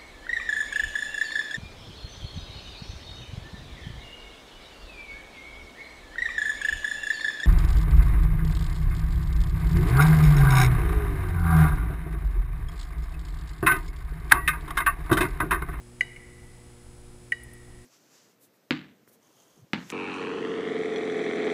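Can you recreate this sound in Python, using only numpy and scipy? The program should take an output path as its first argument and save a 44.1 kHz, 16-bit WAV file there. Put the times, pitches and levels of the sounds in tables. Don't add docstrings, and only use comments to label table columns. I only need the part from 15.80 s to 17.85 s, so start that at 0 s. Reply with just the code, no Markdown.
import sys
import numpy as np
from scipy import signal
from scipy.fft import rfft, irfft
from scipy.io import wavfile

SR = 44100
rng = np.random.default_rng(int(sys.argv[2]) if len(sys.argv) > 2 else 0)


def generate_wav(sig):
    pcm = np.round(np.clip(np.atleast_2d(sig).T, -1, 1) * 32767).astype(np.int16)
    wavfile.write(sys.argv[1], SR, pcm)


def gain_from_db(level_db):
    decades = np.asarray(level_db, float) / 20
    return 10 ** decades


N = 90404
MAINS_HZ = 59.967

# start_s, bubble_hz, bubble_t60_s, pipe_hz, pipe_t60_s
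DROPS = [
    (.2086, 1972, .081, 2008, .051),
    (.3620, 2170, .04, 2330, .03),
    (1.5206, 1929, .041, 1827, .044),
]
# bubble_db, pipe_db, mouth_db, basin_db
DROP_LEVELS = [
    (-14.5, -14, -8, -9),
    (-33, -37, -31, -31.5),
    (-9.5, -14, -15.5, -14),
]
# mode_hz, level_db, t60_s
BASIN_MODES = [(468, -36, 0.18), (685, -40.5, 0.16), (1184, -33, 0.061), (1541, -20, 0.056),
               (2862, -18.5, 0.054), (2924, -13.5, 0.036), (4147, -28, 0.028), (4880, -32.5, 0.045),
               (6474, -35, 0.049), (9840, -21, 0.022)]
# mode_hz, level_db, t60_s
PORCELAIN_MODES = [(2905, -44, .6), (2950, -41, .6), (3849, -43, .28), (4807, -50, .3)]
# start_s, peak_db
TICKS = [
    (1.6336, -37),
    (1.733, -40.5),
]
# centre_hz, width_hz, level_db
TICK_PEAKS = [(9530, 260, 2.5), (10640, 470, -4), (12800, 1800, -8), (14500, 1500, -25)]
# harmonic_number (multiple of mains), rms_db
HUM_LINES = [(2, -54), (3, -75), (4, -60), (5, -67), (6, -58), (8, -65), (12, -75), (14, -79), (15, -82)]
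# pitch_hz, rms_db
WHINE_LINES = [(2278.7, -77), (7852.4, -75), (7882.1, -73)]
# frequency_hz, rms_db (per harmonic)
BUZZ_SPECTRUM = [(1000, -85.5), (3500, -91.5), (5200, -89), (5800, -93.5), (7000, -85), (7800, -93),
                 (8900, -84), (11000, -91)]
# harmonic_number (multiple of mains), rms_db
BUZZ_LINES = [(84, -77), (86, -80), (87, -82), (89, -83), (101, -84), (118, -81), (135, -82), (145, -80),
              (147, -80), (150, -80), (153, -85), (155, -83), (159, -79), (160, -76), (164, -76),
              (165, -75), (170, -84), (171, -82), (172, -73), (173, -78), (174, -85), (175, -84),
              (177, -84)]
# frequency_hz, density_db (per Hz)
RUMBLE_SPECTRUM = [(20, 9), (30, -7.5), (44, -8), (70, 0), (95, -16.5), (155, -11), (250, -19.5),
                   (1000, -28)]
# frequency_hz, density_db (per Hz)
HISS_SPECTRUM = [(1000, 2), (2240, -2), (3840, -6), (5700, -9), (8700, -6), (10300, -10), (11200, -13),
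                 (16200, -21)]
# centre_hz, width_hz, rms_db
WHISTLES = [(8000, 240, -77), (8820, 280, -76), (9670, 160, -76.5), (10050, 57, -75.5)]


def rms_one(x):
    return x / np.sqrt(np.mean(x ** 2) + 1e-20)


def decay(t, t60_s, swell_s):
    t = np.maximum(t, 0)
    swell = 1 - np.exp(-(t / swell_s) ** 3)
    return swell * gain_from_db(-60 * t / t60_s)


def sine(hz):
    t = np.arange(N) / SR
    return np.sqrt(2) * np.sin(2 * np.pi * (hz * t + rng.random()))


def resonance(x, hz, width_hz):
    r = np.exp(-np.pi * width_hz / SR)
    zeros = np.array([1, 0, -1]) * (1 - r * r) / 2
    poles = [1, -2 * r * np.cos(2 * np.pi * hz / SR), r * r]
    return signal.lfilter(zeros, poles, x)


def resonant_noise(white, peaks):
    total = np.zeros(N)
    for hz, width_hz, level_db in peaks:
        band = resonance(resonance(white, hz, width_hz), hz, width_hz)
        total += gain_from_db(level_db) * rms_one(band)
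    return total


def at_hz(points, hz):
    table_hz, table_db = np.array(points).T
    return np.interp(np.log(hz), np.log(table_hz), table_db)


def coloured(points):
    hz = np.maximum(np.arange(N // 2 + 1) * SR / N, 1)
    inside = (hz >= points[0][0]) & (hz < points[-1][0])
    spectrum = rfft(rng.standard_normal(N)) * gain_from_db(at_hz(points, hz)) * inside
    return rms_one(irfft(spectrum, N))


def mode(t, hz, t60_s, swell_s):
    return decay(t + 0.0012, t60_s, swell_s) * np.sin(2 * np.pi * hz * t)


def drain_air(t, drop, levels_db):
    _, bubble_hz, bubble_t60_s, pipe_hz, pipe_t60_s = drop
    bubble_db, pipe_db, mouth_db, _ = levels_db
    swell_s = 0.0011
    air = gain_from_db(bubble_db) * mode(t, bubble_hz, bubble_t60_s, swell_s)
    air += np.sign(pipe_hz - bubble_hz) * gain_from_db(pipe_db) * mode(t, pipe_hz, pipe_t60_s, swell_s)
    air -= gain_from_db(mouth_db) * mode(t, 2275, 0.015, swell_s)
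    return signal.sosfilt(signal.butter(4, 1550, "high", fs=SR, output="sos"), air)


def basin_impact(t, spray_noise):
    ring = np.zeros(N)
    for hz, level_db, t60_s in [*BASIN_MODES, *PORCELAIN_MODES]:
        ring += gain_from_db(level_db) * mode(t, hz, t60_s, swell_s=0.002)
    crack = gain_from_db(-24) * decay(t + 0.0012, t60_s=0.027, swell_s=0.001)
    spray = gain_from_db(-46) * decay(t, t60_s=0.33, swell_s=0.0051)
    return ring + (crack + spray) * spray_noise


def drops():
    out = np.zeros(N)
    band = signal.butter(4, [3200, 10500], "band", fs=SR, output="sos")
    spray_noise = signal.sosfilt(band, rng.standard_normal(N))
    for drop, levels_db in zip(DROPS, DROP_LEVELS):
        t = np.arange(N) / SR - drop[0]
        out += drain_air(t, drop, levels_db)
        out += gain_from_db(levels_db[3]) * basin_impact(t, spray_noise)
    return out


def ticks():
    t = np.arange(N) / SR
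    bright = rms_one(resonant_noise(rng.standard_normal(N), TICK_PEAKS))
    envelope = sum(gain_from_db(peak_db) * decay(t - start_s, t60_s=0.027, swell_s=0.0013)
                   for start_s, peak_db in TICKS)
    return bright * envelope


def room(x):
    t = np.arange(int(1.5 * SR)) / SR
    white = rng.standard_normal(len(t))
    low = signal.sosfilt(signal.butter(2, 5100, fs=SR, output="sos"), white)
    gap_s = 0.0048
    echo = low * decay(t, 1.8, gap_s) + (white - low) * decay(t, 1, gap_s)
    echo += gain_from_db(3) * white * decay(t, 0.12, gap_s)
    return signal.fftconvolve(x, echo / np.sqrt(np.sum(echo ** 2)))[:N]


def ventilation():
    swing = rms_one(resonance(rng.standard_normal(2 * N), 0.83, 8.3)[N:])
    rumble = gain_from_db(-50.5 + 2 * swing) * coloured(RUMBLE_SPECTRUM)
    hiss = gain_from_db(-62) * coloured(HISS_SPECTRUM)
    return rumble + hiss + resonant_noise(rng.standard_normal(N), WHISTLES)


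def hum():
    out = np.zeros(N)
    for k, rms_db in HUM_LINES:
        hz = k * MAINS_HZ
        waver = rms_one(resonance(rng.standard_normal(2 * N), hz, 2.6)[N:])
        out += gain_from_db(rms_db) * (sine(hz) + 0.16 * waver)
    return out


def buzz():
    t, orders = np.arange(N) / SR, np.arange(17, 190)
    count = len(orders)
    spread_db = 3.5 * np.clip(rng.standard_normal(count), -3, 1.3)
    level_db = at_hz(BUZZ_SPECTRUM, orders * MAINS_HZ) + spread_db
    for k, rms_db in BUZZ_LINES:
        level_db[orders == k] = rms_db
    smear = 0.12
    delay = np.cumsum(rng.normal(0, smear, count))
    phase = np.cumsum(delay + rng.normal(0, smear, count))
    lines = np.sin(2 * np.pi * (np.outer(orders * MAINS_HZ, t) + phase[:, None]))
    return np.sqrt(2) * gain_from_db(level_db) @ lines


def whine():
    return sum(gain_from_db(rms_db) * sine(hz) for hz, rms_db in WHINE_LINES)


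def scene():
    water = drops() + ticks()
    background = ventilation() + hum() + buzz() + whine()
    return (water + gain_from_db(-19.5) * room(water) + background)[None]


def top_cut(x):
    return signal.sosfilt(signal.butter(12, 15770, fs=SR, output="sos"), x)


def record(dry):
    low_pass = signal.ellip(12, 0.5, 70, 15760, fs=SR, output="sos")
    mix = signal.sosfilt(low_pass, dry)
    return top_cut(mix)


dry = scene()
out = record(dry)
generate_wav(out)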